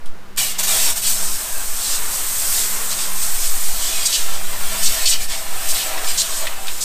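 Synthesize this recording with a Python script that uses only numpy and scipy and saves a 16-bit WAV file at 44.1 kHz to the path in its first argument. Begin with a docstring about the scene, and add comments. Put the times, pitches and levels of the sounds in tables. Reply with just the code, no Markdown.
"""A foam lance sprays the wheel of a parked truck outdoors, close to a mono microphone.
From the start air sways at the microphone (filtered noise), a machine hums faintly (wavering sines) and the
lance knocks (decaying noise). The nozzle then coughs and hisses steadily; foam rushes over tyre and rim and
splatters in the wheel well (grainy noise with cavity resonances and reflections). Later, spoke edges flare
in short noise bursts. A limiter holds down the loud moments."""
import sys
import numpy as np
from scipy import signal
from scipy.fft import rfft, irfft, next_fast_len
from scipy.io import wavfile
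from scipy.ndimage import uniform_filter1d

SR = 44100
rng = np.random.default_rng(int(sys.argv[2]) if len(sys.argv) > 2 else 0)


def digitize_waveform(pressure):
    """Quantize a signal to 16-bit integers and store it at the path in sys.argv[1].

    Rows of a 2-D input are taken as channels; values are limited to [-1, 1].
    """
    field = np.atleast_2d(pressure).T
    bounded = np.clip(field, -1, 1)
    quanta = np.round(bounded * 32767).astype(np.int16)
    wavfile.write(sys.argv[1], SR, quanta)


N = 301718
TIME = np.arange(N) / SR


def amp(db):
    """Amplitude factor from dB."""
    return 10 ** (np.asarray(db) / 20)


def evened(x):
    """Scales x to rms 1."""
    return x / np.sqrt(np.mean(x ** 2) + 1e-20)


def curve(points):
    """A control joined by straight lines in time."""
    return np.interp(TIME, *np.transpose(points))


def held(start_s, end_s, attack_s, release_db_per_s):
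    """A gain that rises, holds at 1 until the end, then dies away."""
    rise = np.clip((TIME - start_s) / attack_s, 0, 1)
    return rise * amp(-release_db_per_s * np.maximum(TIME - end_s, 0))


def bell(middle_s, length_s):
    """A smooth hump of height 1, at half height at the two ends of its length."""
    return 0.5 ** np.minimum((2 * (TIME - middle_s) / length_s) ** 2, 100)


def wander(rate_hz):
    """Smooth chance of rms 1, up to about the given rate."""
    hz = np.fft.rfftfreq(N, 1 / SR)
    return evened(irfft(rfft(rng.standard_normal(N)) / (1 + (hz / rate_hz) ** 4), N))


def add(mix, start_s, sound):
    """Adds a sound in place, cut at the end of the mix."""
    part = mix[round(start_s * SR):][:len(sound)]
    part += sound[:len(part)]


def read(points, hz):
    """A spectrum joined by straight lines on a log-frequency axis."""
    point_hz, value = np.transpose(points)
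    return np.interp(np.log(hz + 0.1), np.log(point_hz + 0.1), value)


def coloured(x, points):
    """Filters x by a spectrum."""
    size = next_fast_len(len(x) + 8192)
    gain = amp(read(points, np.fft.rfftfreq(size, 1 / SR)))
    return irfft(rfft(x, size) * gain, size)[:len(x)]


def shaped(x, colour_db, patchy_db, size=1024):
    """Gives x a colour (a function of Hz and s) with shifting patches of stronger and weaker eddies."""
    overlap = size * 3 // 4
    hz, t, z = signal.stft(x, SR, nperseg=size, noverlap=overlap)
    patches = uniform_filter1d(rng.standard_normal(z.shape), size=4, axis=0)
    patches = evened(uniform_filter1d(patches, size=7, axis=1))
    z = z * amp(colour_db(hz[:, None], t) + patchy_db * patches)
    return evened(signal.istft(z, SR, nperseg=size, noverlap=overlap)[1][:len(x)])


def hump_db(hz, centre_hz, octaves=0.8):
    """The broad peak of turbulence at an obstacle, of about equal power wherever it sits."""
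    return -10 * np.log10((1 + (np.log2((hz + 1) / centre_hz) / octaves) ** 4) * centre_hz)


# Spectra of outdoor noise and wind. Each row: frequency in Hz, relative level in dB.
YARD_SPECTRUM = [(30, 0), (70, -9), (150, -9.5), (400, -11.5), (1400, -12.5), (2500, -20), (6000, -27),
                 (15000, -33.5)]
WIND_SPECTRUM = [(1, 6), (3.5, 6.5), (9, -2), (16, -79), (25, -21.5), (45, -42), (100, -66), (400, -76),
                 (2000, -130)]
# Gusts at the microphone. Each row: start in seconds, end in seconds, level in dB before levelling off.
GUSTS = [(0, 0.092, -8.5), (1.19, 2.038, -12), (3.045, 3.903, -9.5), (4.13, 5.318, -11), (5.412, 6.33, -16)]
CALM_DB, GUST_RISE_S, GUST_DROP_DB_PER_S = -21, 0.11, 127


def air(yard_db=-43, swell_limit=0.48):
    """Dull outdoor noise, and slow swells of air pressure at the microphone, which level off in strong gusts."""
    yard = evened(coloured(rng.standard_normal(N), YARD_SPECTRUM))
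    wind = evened(coloured(rng.standard_normal(N), WIND_SPECTRUM))
    gusts = sum(amp(db) * held(start_s, end_s, GUST_RISE_S, GUST_DROP_DB_PER_S)
                for start_s, end_s, db in GUSTS)
    swells = np.hypot(amp(CALM_DB), gusts) * wind
    return amp(yard_db) * yard + swell_limit * np.tanh(swells / swell_limit)


# Lines of the machine hum. Each row: frequency in Hz, relative level in dB.
HUM_LINES = [(192, 1), (384, -7.5)]
# The machine labours, building up slowly, then dropping quickly.
# Each row: start in seconds, end in seconds, level in dB.
HUM_SPELLS = [(.1, 1.24, -49), (2.29, 3.233, -49.5), (4.0, 4.923, -48.5)]
HUM_IDLE_DB, HUM_BUILD_S, HUM_DROP_DB_PER_S = -56.5, 0.52, 83


def hum(waver=0.0037, uneven_db=1.9):
    """A machine drones some way off, swells slowly, drops quickly, and wavers a little in pitch and level."""
    warped_s = np.cumsum(1 + waver * wander(rate_hz=7.3)) / SR
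    lines = np.sqrt(2) * sum(amp(db) * np.sin(2 * np.pi * hz * warped_s) for hz, db in HUM_LINES)
    load = sum(amp(db) * held(start_s, end_s, HUM_BUILD_S, HUM_DROP_DB_PER_S)
               for start_s, end_s, db in HUM_SPELLS)
    return lines * np.hypot(amp(HUM_IDLE_DB), load) * amp(uneven_db * wander(rate_hz=7.7))


# Trigger clicks and knocks of the lance.
# Each row: start in seconds, level in dB before the crack's lift, centre in Hz, 60 dB decay in seconds.
KNOCKS = [(0.059, -42, 4930, 0.15), (0.363, -35, 6000, 0.028), (5.978, -26.5, 2580, 0.19),
          (6.045, -23.5, 3300, 0.048), (6.458, -33, 2770, 0.045), (6.469, -24.5, 2360, 0.13),
          (6.671, -26, 3870, 0.027), (6.681, -26, 3000, 0.15)]


def knocks(crack_db=6.0, crack_s=0.0018):
    """Short, dry clacks of plastic and metal: a crack, then a brief rattle."""
    out = np.zeros(N)
    for start_s, db, centre_hz, t60_s in KNOCKS:
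        noise = shaped(rng.standard_normal(SR // 4),
                       lambda hz, t: hump_db(hz, centre_hz, octaves=0.75), patchy_db=3)
        t = TIME[:len(noise)]
        level_db = db - 60 * t / t60_s + crack_db * np.exp(-t / crack_s)
        add(out, start_s, amp(level_db) * noise)
    return out


# Spectra of hiss and splatter. Each row: frequency in Hz, relative level in dB.
NOZZLE_SPECTRUM = [(100, -3), (300, -43), (1000, -12), (3000, -8.5), (6000, -1.5), (10000, 1.5),
                   (15000, -1), (20000, -6)]
SPLATTER_SPECTRUM = [(100, -27), (300, -7), (500, -6), (750, -1.5), (1100, 1), (2000, -2.5), (4000, -6),
                     (8000, -40), (16000, -9.5)]
# Colour of the whole spray. Each row: frequency in Hz, gain in dB.
SPRAY_COLOUR = [(6000, 0), (6700, 0.5), (7400, 2), (8300, 5.5), (9500, -1), (11000, -4.5), (13400, 1.5),
                (15400, -5.5)]
# The spray drops briefly between two spokes. 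Each row: middle in seconds, length in seconds, gain in dB.
DIPS = [(5.181, 0.048, -6), (5.276, 0.031, -7)]


def spray():
    """Foam tears out of the nozzle, rushes over the wheel and lands in wet blobs."""
    hiss_gain, rush_gain, splat_gain, rush_hz = jet_controls()
    sputter_db = 0.29 * wander(rate_hz=220)  # pockets of air in the foam shake hiss and rush
    hiss = shaped(grains(per_s=5000, spread_db=3, share=0.21),
                  lambda hz, t: read(NOZZLE_SPECTRUM, hz) + well_db(hz, t), patchy_db=1.5)
    rush = shaped(grains(per_s=3300, spread_db=2.5, share=0.13),
                  lambda hz, t: hump_db(hz, np.interp(t, TIME, rush_hz)) + well_db(hz, t), patchy_db=2.5)
    splat = shaped(grains(per_s=1000, spread_db=-0.5, share=0.36),
                   lambda hz, t: read(SPLATTER_SPECTRUM, hz) + well_db(hz, t), patchy_db=2.5, size=2048)
    jet = (hiss * hiss_gain + rush * rush_gain) * amp(sputter_db)
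    landing = splat * splat_gain * amp(0.82 * wander(rate_hz=17))
    foam = reflected(jet + flares()) + landing
    dips_db = sum(db * bell(middle_s, length_s) for middle_s, length_s, db in DIPS)
    return coloured(foam * amp(dips_db), SPRAY_COLOUR)


# Steady hiss as the lance moves round the wheel, and splatter. Each row: time in seconds, level in dB.
HISS_LEVEL = [(.55, -39), (1.0, -31), (1.1, -17.5), (1.2, -27), (1.7, -26.5), (2.08, -26), (2.53, -19),
              (2.8, -24), (3.12, -27), (3.23, -23), (3.72, -25), (4.15, -25), (4.4, -30.5), (4.93, -22),
              (5.48, -31), (5.77, -21.5), (5.98, -30), (6.1, -25.5), (6.41, -28.5), (6.55, -34.5),
              (6.83, -28.5)]
SPLATTER_LEVEL = [(.55, -38), (1.02, -42), (1.2, -33.5), (1.75, -34.5), (2.07, -31), (2.42, -33),
                  (2.7, -30.5), (3.8, -34), (4.3, -33.5), (5.02, -32.5), (5.28, -37), (5.9, -28.5),
                  (6.1, -31.5), (6.27, -34), (6.45, -31.5), (6.8, -38)]
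# The nozzle coughs out trapped air. Each row: start in seconds, length in seconds, hiss in dB,
# sag in dB per second, centre of the rush in Hz, splatter in dB.
COUGHS = [(0.370, 0.15, -16, 71, 3800, -40), (0.580, 0.021, -18, 10, 3700, -31),
          (0.625, 0.021, -18, 10, 4500, -33), (0.665, 0.24, -17.8, 4, 4530, -31),
          (0.953, .026, -21, 10, 5300, -35), (1.016, 0.066, -23.5, 5, 3900, -52)]
# The fan of foam sweeps over tread or spokes and its rush swells.
# Each row: middle in seconds, length in seconds, level in dB, centre in Hz.
SWEEPS = [(0.556, 0.036, -33.5, 3200), (1.076, 0.042, -22.5, 5340), (1.24, 0.23, -25, 7000),
          (1.883, 0.13, -22.5, 6200), (1.95, 0.047, -24.5, 4700), (2.15, 0.068, -24.5, 7900),
          (2.603, 0.077, -22, 5540), (2.923, .035, -24, 5150), (3.02, .07, -24, 5460),
          (3.24, 0.051, -25, 6200), (3.45, 0.075, -24, 5800), (3.65, 0.13, -29, 6500),
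          (3.863, 0.093, -23.5, 5500), (4.014, 0.21, -25.5, 4380), (4.16, 0.098, -24.5, 5000),
          (4.34, 0.055, -29.5, 4750), (4.977, 0.29, -26.5, 3900), (5.16, 0.046, -23, 3400),
          (5.215, 0.028, -29, 3180), (5.322, .07, -25, 3780), (5.77, 0.19, -34, 3300),
          (6.092, 0.042, -23, 4540), (6.224, 0.087, -27, 4460), (6.367, 0.093, -26, 5830),
          (6.73, 0.053, -34, 6500)]
OPEN_S = 0.365  # the trigger is pulled
COUGH_ATTACK_S, COUGH_RELEASE_DB_PER_S, COUGH_RUSH_DB = 0.011, 377, -3.5
RUSH_DB, RUSH_OPEN_HZ, RUSH_DEEP_HZ = -7.5, 8200, 2870  # against the hiss; on open tyre, deep inside
SLUG_UNEVEN_DB, SLUG_RATE_HZ = 1.5, 31  # a cough throws its foam in separate slugs
FLARE_SPLATTER_DB = -4  # the splatter is quieter during each flare


def jet_controls():
    """Steady flow, coughs and sweeps add in power: gains of hiss, rush, splatter, and the rush centre in Hz."""
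    valve = np.clip((TIME - OPEN_S) / COUGH_ATTACK_S, 0, 1)
    quieter_db = FLARE_SPLATTER_DB * sum(bell(start_s + length_s / 2, length_s)
                                         for start_s, length_s, db, hz in FLARES)
    hiss = (valve * amp(curve(HISS_LEVEL))) ** 2
    splat = (valve * amp(curve(SPLATTER_LEVEL) + quieter_db)) ** 2
    depth = np.clip(curve(ENCLOSURE) - 0.3, 0, 1)
    steady_hz = RUSH_OPEN_HZ * (RUSH_DEEP_HZ / RUSH_OPEN_HZ) ** depth
    rushes = [(hiss * amp(RUSH_DB) ** 2 + 1e-14, steady_hz)]  # pairs of power and centre
    slugs_db = SLUG_UNEVEN_DB * wander(rate_hz=SLUG_RATE_HZ)
    for start_s, length_s, db, sag_db_per_s, centre_hz, splat_db in COUGHS:
        burst = held(start_s, start_s + length_s, COUGH_ATTACK_S, COUGH_RELEASE_DB_PER_S)
        burst = burst * amp(-sag_db_per_s * np.maximum(TIME - start_s, 0))
        hiss = hiss + (burst * amp(db)) ** 2
        splat = splat + (burst * amp(splat_db + slugs_db)) ** 2
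        rushes.append(((burst * amp(db + COUGH_RUSH_DB)) ** 2, centre_hz))
    for middle_s, length_s, db, centre_hz in SWEEPS:
        rushes.append((amp(db) ** 2 * bell(middle_s, length_s), centre_hz))
    rush = sum(power for power, hz in rushes)
    rush_hz = sum(power * hz for power, hz in rushes) / rush
    return np.sqrt(hiss), np.sqrt(rush), np.sqrt(splat), rush_hz


def grains(per_s, spread_db, share):
    """Tiny bursts of uneven size in smooth air noise; share is their part of the power."""
    size = amp(spread_db * np.minimum(rng.exponential(1, N), 4)) * rng.choice([-1, 1], N)
    pops = evened(size * (rng.random(N) < per_s / SR))
    return np.sqrt(share) * pops + np.sqrt(1 - share) * evened(rng.standard_normal(N))


# Resonances of the wheel and its well. Each row: centre in Hz, width in Hz, gain in dB at full strength 1.
WELL_RESONANCES = [(457, 45, 4.5), (565, 38, 4.5), (656, 46, 10.5), (769, 22, 9.5), (965, 12, 7),
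                   (1025, 21, 2), (1370, 26, -12.5), (1363, 25, 15.5), (1570, 44, 1), (1774, 22, 7),
                   (3170, 130, 0.5), (3840, 53, -0.5), (5550, 50, 3.5), (7680, 57, 3.5)]
# How far the nozzle reaches into the arch or between the spokes.
# Each row: time in seconds, strength of resonances and reflections as a factor.
ENCLOSURE = [(.4, 1.3), (.55, 0.65), (.65, 1.4), (1, 1.17), (1.3, 0.32), (3.5, 0.11), (4, 1.36), (6.8, 1.1)]


def well_db(hz, t):
    """Gain of the cavity resonances, stronger while the nozzle is deep inside."""
    depth = np.interp(t, *np.transpose(ENCLOSURE))
    return depth * sum(db / (1 + (2 * (hz - centre_hz) / width_hz) ** 2)
                       for centre_hz, width_hz, db in WELL_RESONANCES)


def reflected(x, wet=0.47, t60_s=0.12, count=64):
    """Dense reflections from arch, tyre and rim comb the hiss; their pattern changes as the lance moves."""
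    t = TIME[:SR // 16]
    place = TIME / TIME[-1] * (count - 1)
    echoes = np.zeros(N)
    for k in range(count):
        taps = rng.choice([-1, 1], len(t)) * (rng.random(len(t)) < 0.1) * (t > 0.001)
        taps = taps * amp(-60 * t / t60_s)
        here = np.cos(np.pi / 2 * np.clip(place - k, -1, 1))  # crossfade between patterns
        echoes += signal.oaconvolve(x * here, taps / np.linalg.norm(taps))[:N]
    # reflections kept to the upper band; the resonances colour the low band
    echoes = signal.sosfilt(signal.butter(2, 1100, "high", fs=SR, output="sos"), echoes)
    share = wet * curve(ENCLOSURE)
    return (x + share * echoes) / np.sqrt(1 + share ** 2)


# The jet catches an edge of the rim.
# Each row: start in seconds, length in seconds, level in dB, centre in Hz.
FLARES = [(4.051, 0.024, -10.5, 5660), (4.12, 0.043, -17, 4330), (4.824, 0.04, -19.5, 6600),
          (4.853, 0.03, -18, 4700), (5.052, 0.032, -12, 4230), (5.077, 0.037, -14.5, 6500),
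          (5.107, 0.036, -17, 4330), (5.68, 0.041, -21, 7100), (5.743, 0.094, -27, 3380),
          (6.171, 0.054, -16.5, 5200), (6.803, 0.074, -21.5, 5900)]


def flares(fade_s=0.011, lowest_hz=2750):
    """Each edge that cuts the jet gives a short, loud rush with no low body."""
    out = np.zeros(N)
    for start_s, length_s, db, centre_hz in FLARES:
        def colour_db(hz, t):
            low_cut_db = -10 * np.log10(1 + (lowest_hz / (hz + 1)) ** 10)
            return hump_db(hz, centre_hz, octaves=0.61) + low_cut_db
        noise = shaped(rng.standard_normal(SR // 4), colour_db, patchy_db=1.5)
        t = TIME[:len(noise)]
        gate = np.clip(np.minimum(t, length_s + fade_s / 2 - t) / fade_s, 0, 1)
        add(out, start_s, amp(db) * noise * np.sin(np.pi / 2 * gate) ** 2)
    return out


def scene():
    """Everything reaches one microphone, given as two equal channels."""
    mono = air() + hum() + knocks() + spray()
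    return np.array([mono, mono])


def record(dry, limit_db=-13.5, recover_db_per_s=140, edge_hz=15400):
    """A quick limiter that listens above the wind, then the band limit."""
    sensed = signal.sosfilt(signal.butter(2, 100, "high", fs=SR, output="sos"), dry[0])
    power_db = 10 * np.log10(abs(uniform_filter1d(sensed ** 2, size=300)) + 1e-12)
    fall_db = TIME * recover_db_per_s
    peak_db = np.maximum.accumulate(power_db + fall_db) - fall_db  # peaks, released at a steady rate
    over_db = np.maximum(peak_db - limit_db, 0)
    limited = dry / amp(uniform_filter1d(over_db, size=400))
    low_pass = signal.firwin(1023, edge_hz, window=("kaiser", 9), fs=SR)
    return signal.oaconvolve(limited, low_pass[None], "same", axes=1)


dry = scene()
out = record(dry)
digitize_waveform(out)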